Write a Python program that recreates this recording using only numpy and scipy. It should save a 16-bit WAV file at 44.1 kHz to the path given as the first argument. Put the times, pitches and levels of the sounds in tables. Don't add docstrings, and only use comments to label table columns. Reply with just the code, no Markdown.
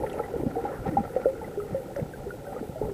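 import sys
import numpy as np
from scipy import signal
from scipy.fft import rfft, irfft, next_fast_len
from scipy.io import wavfile

SR = 44100
rng = np.random.default_rng(int(sys.argv[2]) if len(sys.argv) > 2 else 0)


def output_pcm(signal):
    pcm = np.clip(np.atleast_2d(signal).T, -1, 1) * 32767
    wavfile.write(sys.argv[1], SR, np.round(pcm).astype(np.int16))


N = 129213
TIME = np.arange(N) / SR


def from_db(db):
    return 10 ** (np.asarray(db) / 20)


def rms_one(x):
    return x / np.sqrt(np.mean(x ** 2) + 1e-20)


def coloured(x, spectrum):
    hz, db = np.transpose(spectrum)
    size = next_fast_len(N + 8192)
    log_hz = np.log(np.arange(size // 2 + 1) * SR / size + 1e-3)
    below = np.maximum(np.log(hz[0]) - log_hz, 0)
    above = np.maximum(log_hz - np.log(hz[-1]), 0)
    gain = from_db(np.interp(log_hz, np.log(hz), db) - 60 * (below + above))
    return rms_one(irfft(rfft(x, size) * gain, size)[:N])


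def noise(spectrum):
    return coloured(rng.standard_normal(N), spectrum)


def band_noise(low_hz, high_hz):
    bandpass = signal.butter(2, [low_hz, high_hz], "band", fs=SR, output="sos")
    return rms_one(signal.sosfilt(bandpass, rng.standard_normal(N)))


def drift(rate_hz):
    step = 40
    pole = np.exp(-2 * np.pi * rate_hz * step / SR)
    white = rng.standard_normal(N // step + 2002)
    slow = signal.lfilter([1], [1, -2 * pole, pole * pole], white)[2000:]
    return np.interp(np.arange(N) / step, np.arange(len(slow)), rms_one(slow))


def add(out, start_s, sound):
    i = int(np.clip(start_s * SR, 0, N - 1))
    out[i:i + len(sound)] += sound[:N - i]


def muffled(x):
    lowpass = signal.butter(6, 887, fs=SR, output="sos")
    return signal.sosfilt(lowpass, x + 1e-18)


def bubble(hz, t60_s):
    attack_s, rise_per_s = 0.0024, 0.14
    t = TIME[:int(t60_s * SR) + 2]
    onset = np.sin(np.pi / 2 * np.minimum(t / attack_s, 1)) ** 2
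    decay = from_db(-60 * t / t60_s)
    return onset * decay * np.sin(2 * np.pi * hz * (t + rise_per_s * t * t / 2))


def swarm(low_hz, high_hz, cycles, spread_db, count):
    out = np.zeros(N)
    for k, (when, pitch, strength, damping) in enumerate(rng.random((count, 4))):
        start_s = (k + when) / count * N / SR
        hz = low_hz * (high_hz / low_hz) ** pitch
        t60_s = cycles * (.5 + damping) / hz
        add(out, start_s, from_db(spread_db * strength ** 2) * bubble(hz, t60_s))
    return out


def throbbing_hiss():
    # frequency in Hz, relative density in dB per Hz.
    throb_colour = [(7500, -20), (8600, 1), (9200, -4), (9750, 2.5), (10600, -5), (12100, 2.5), (13200, -4),
                    (15500, -4)]
    crest_s, period_s, edge = 0.056, .1746, 1.6
    swing = np.cos(2 * np.pi * (TIME - crest_s) / period_s)
    throb = .5 + .5 * np.tanh(edge * swing)
    return from_db(-63.5) * throb * noise(throb_colour)


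def ticks(tick_hz):
    # frequency in Hz, relative gain in dB.
    tick_colour = [(7500, -20), (8600, 1), (9200, -4), (9750, 2.5), (10600, -5), (12100, 2.5), (13200, -4),
                   (15500, -4)]
    first_s = 0.0155
    pulses = np.zeros(N)
    pulses[(np.arange(first_s, (N - 1) / SR, 1 / tick_hz) * SR).astype(int)] = 1
    return from_db(-70) * coloured(pulses, tick_colour)


def whine(tick_hz):
    whine_hz, wander_rad, buzz_depth = 7852, 0.71, .8
    tone = np.sin(2 * np.pi * whine_hz * TIME + wander_rad * drift(3.5))
    beat = 1 + buzz_depth * np.cos(2 * np.pi * tick_hz * TIME)
    return from_db(-75) * rms_one(tone * beat)


def whistles():
    # mean frequency in Hz, rms waver in Hz, rms level in dB before the fade.
    whistle_tones = [(9790, 69, -66), (11340, 115, -67.5)]
    end_s, fade_s = 0.27, 0.02
    fade = np.clip((end_s - TIME) / fade_s, 0, 1)
    out = np.zeros(N)
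    for hz, waver_hz, db in whistle_tones:
        whistle = np.sin(2 * np.pi * np.cumsum(hz + waver_hz * drift(120)) / SR)
        out += from_db(db) * rms_one(whistle) * fade
    return out


def electronics():
    # frequency in Hz, relative density in dB per Hz.
    hiss_colour = [(1500, 6), (3000, 3.5), (5000, 0), (7000, -0.5), (10000, -1.5), (15500, -3)]
    tick_hz = 59.94
    hiss = from_db(-59) * noise(hiss_colour)
    return hiss + throbbing_hiss() + ticks(tick_hz) + whine(tick_hz) + whistles()


def stirred_water():
    # frequency in Hz, relative level in dB (per Hz for noise).
    murmur_colour = [(200, -11.5), (320, -7.5), (440, 0), (550, 1.5), (650, -8.5), (790, 1), (900, -8.5),
                     (1060, -14)]
    fizz_colour = [(1000, -32), (1130, -15), (1360, 2), (1630, -9.5), (1900, -4), (2300, -12.5),
                   (3200, -22), (6000, -29)]
    rumble_colour = [(22, -6), (40, -2), (62, 1.5), (95, -1.5), (135, 2.5), (200, -2.5), (300, -7.5),
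                     (600, -40)]
    # crest time in seconds, half-length in seconds (to 1/e of the lift),
    # then the lifts of murmur, fizz and rumble in dB.
    surges = [(0.022, 0.044, 5.5, -1, 7), (0.174, 0.084, 4.5, 3, 0.5), (0.42, 0.093, 1.5, -3.5, 5.5),
              (0.662, 0.092, 4.5, 4.5, -0.5), (0.8, 0.024, -1, 0, 8), (0.875, 0.018, 8, 11, 10),
              (1, 0.089, 1.5, 3, 5.5), (1.194, 0.075, 1, 4, -1), (1.723, 0.063, 0, 4, 3),
              (1.987, 0.018, 6, 6, 8.5), (2.557, 0.062, 5, 5.5, -1.5), (2.852, 0.047, 6, 0.5, 8)]
    murmur_db, fizz_db, rumble_db = (-37.5, -43), (-51, -59.5), (-44, -44)
    level_db = np.array([np.linspace(start, end, N) for start, end in (murmur_db, fizz_db, rumble_db)])
    for crest_s, half_length_s, *lifts_db in surges:
        level_db += np.outer(lifts_db, np.exp(-((TIME - crest_s) / half_length_s) ** 2))

    churn = drift(34)
    murmur_bubbles = coloured(swarm(245.7, 1028, cycles=17.0, spread_db=6, count=900), murmur_colour)
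    murmur_wash = from_db(-7.5 + 2.7 * churn) * noise(murmur_colour)
    fizz_bubbles = coloured(swarm(1055, 2850, cycles=20, spread_db=12.5, count=1500), fizz_colour)
    fizz_wash = from_db(-4.5 + 4.0 * churn) * noise(fizz_colour)
    murmur = rms_one(murmur_bubbles + murmur_wash)
    fizz = rms_one(fizz_bubbles + fizz_wash)
    rumble = noise(rumble_colour) * from_db(1.4 * churn)
    return np.sum(from_db(level_db) * [murmur, fizz, rumble], axis=0)


def cloud():
    crest_s, half_length_s = 0.737, 0.046
    passing = np.exp(-((TIME - crest_s) / half_length_s) ** 2)
    small_bubbles = rms_one(swarm(1060, 1880, cycles=17, spread_db=3, count=2500))
    return from_db(-44.5) * passing * small_bubbles


def crackles():
    # start in seconds, starting level in dB, centre in Hz, 60 dB decay time in seconds.
    snaps = [(0.064, -37, 1710, 0.055), (0.096, -45.5, 3200, 0.045), (0.129, -48, 2400, .12),
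             (0.128, -53, 7200, .05), (1.96, -35.5, 1560, 0.029), (1.9635, -48, 5400, 0.016),
             (1.998, -43.5, 2020, 0.022)]
    width = 1.18
    out, t = np.zeros(N), TIME[:SR // 10]
    for start_s, db, hz, t60_s in snaps:
        decay = from_db(db - 60 * t / t60_s)
        add(out, start_s, decay * band_noise(hz / width, hz * width)[:len(t)])
    return out


def bumps():
    # start in seconds, pitch in Hz, envelope peak in dB before muffling, swings until the peak.
    knocks = [(0.363, 328, -20.5, 0.53), (0.4334, 338, -15.5, 0.56), (0.4627, 247, -18.5, 0.52),
              (0.4695, 178, -17.5, 0.57), (0.5615, 304, -25.5, 1.7), (0.8868, 160, -17, 0.67),
              (1.0034, 192, -21, .5), (1.2552, 500, -9, 1.4), (1.707, 350, -24.5, 0.4),
              (1.9866, 467, -23, 0.49), (2.0243, 146, -22.5, 0.64), (2.813, 448, -19, 1.2),
              (2.8851, 277, -28, .4)]
    out = np.zeros(N)
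    for start_s, hz, db, swings in knocks:
        cycles = hz * TIME[:SR // 10]
        u = cycles / swings
        envelope = (u * np.exp(1 - u)) ** 3
        add(out, start_s, from_db(db) * envelope * np.sin(2 * np.pi * cycles))
    return muffled(out)


def gulps():
    # start in seconds, length in seconds, start pitch in Hz, end pitch in Hz,
    # peak of the swell in dB before roughness.
    eddies = [(0.392, 0.028, 348, 297, -25), (0.444, 0.048, 424.6, 150.7, -24),
              (0.893, 0.071, 354, 272, -28), (0.937, 0.049, 175, 133, -30), (0.961, 0.0603, 247, 203, -25),
              (1.707, 0.04, 282, 109, -27.5), (1.998, 0.047, 240.6, 114, -28),
              (2.602, 0.026, 473, 139, -28.5), (2.689, 0.013, 352, 110, -26.5)]
    crest = 0.64
    roughness, froth_db = .3, -10
    tone, froth = np.zeros((2, N))
    for start_s, length_s, start_hz, end_hz, db in eddies:
        u = np.linspace(0, 1, int(length_s * SR))
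        swell = from_db(db) * np.sin(np.pi / 2 * np.interp(u, [0, crest, 1], [0, 1, 0])) ** 2
        hz = start_hz * (end_hz / start_hz) ** u
        add(tone, start_s, swell * np.sin(2 * np.pi * np.cumsum(hz) / SR))
        add(froth, start_s, swell)
    rough_tone = tone * (1 + roughness * drift(77))
    return rough_tone + from_db(froth_db) * froth * band_noise(104, 360)


def close_bubbles():
    # start in seconds, starting pitch in Hz, level in dB before decay and muffling,
    # 60 dB decay time in seconds.
    large_bubbles = [(0.033, 510, -20, 0.057), (0.034, 873, -18.5, 0.058), (0.193, 835, -21.5, 0.1),
                     (0.199, 458, -14.5, 0.037), (0.336, 475, -20.5, 0.14), (0.554, 742, -24, 0.12),
                     (0.565, 465, -21, 0.16), (0.580, 782, -26.5, 0.14), (0.649, 815, -20, 0.11),
                     (0.854, 795, -22.5, 0.092), (0.875, 522, -26, 0.085), (0.968, 800, -9, 0.092),
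                     (1.162, 517, -10.5, 0.062), (1.164, 747, -26.5, 0.12), (1.196, 497, -22, 0.052),
                     (1.262, 530, -13, 0.17), (1.412, 867, -28.5, 0.093), (1.573, 408, -21.5, 0.23),
                     (1.744, 535.7, -20, 0.2), (1.962, 559, -22.5, 0.12), (1.994, 524, -18, 0.036),
                     (2.264, 400.7, -26, 0.15), (2.470, 571, -32.5, 0.24), (2.562, 510, -26.5, 0.088),
                     (2.626, 436, -22.5, 0.06), (2.756, 635, -27, 0.1), (2.813, 425, -27.5, 0.44),
                     (2.822, 856, -27.5, 0.087), (2.885, 392.3, -28.5, 0.45)]
    # start in seconds, level in dB before the common gain and decay, starting pitch in Hz.
    small_bubbles = [(0.192, -26.5, 1314), (0.236, -32, 1970), (1.051, -32, 1322), (1.248, -28.5, 1390),
                     (1.352, -35.5, 1394), (1.443, -34.5, 2005), (1.6, -28.5, 1292), (2.135, -31.5, 1560),
                     (2.305, -26, 1440), (2.467, -36.5, 1520), (2.563, -32, 1245)]
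    plip_t60_s, plip_gain_db = 0.052, -2.5
    bloops, plips = np.zeros((2, N))
    for start_s, hz, db, t60_s in large_bubbles:
        add(bloops, start_s, from_db(db) * bubble(hz, t60_s))
    for start_s, db, hz in small_bubbles:
        add(plips, start_s, from_db(db + plip_gain_db) * bubble(hz, plip_t60_s))
    return muffled(bloops) + plips


def scene():
    background = electronics() + stirred_water() + cloud()
    events = crackles() + bumps() + gulps() + close_bubbles()
    return (background + events)[None]


def record(dry):
    lowpass = signal.ellip(12, .1, 80, 15400, fs=SR, output="sos")
    return signal.sosfilt(lowpass, dry)


dry = scene()
out = record(dry)
output_pcm(out)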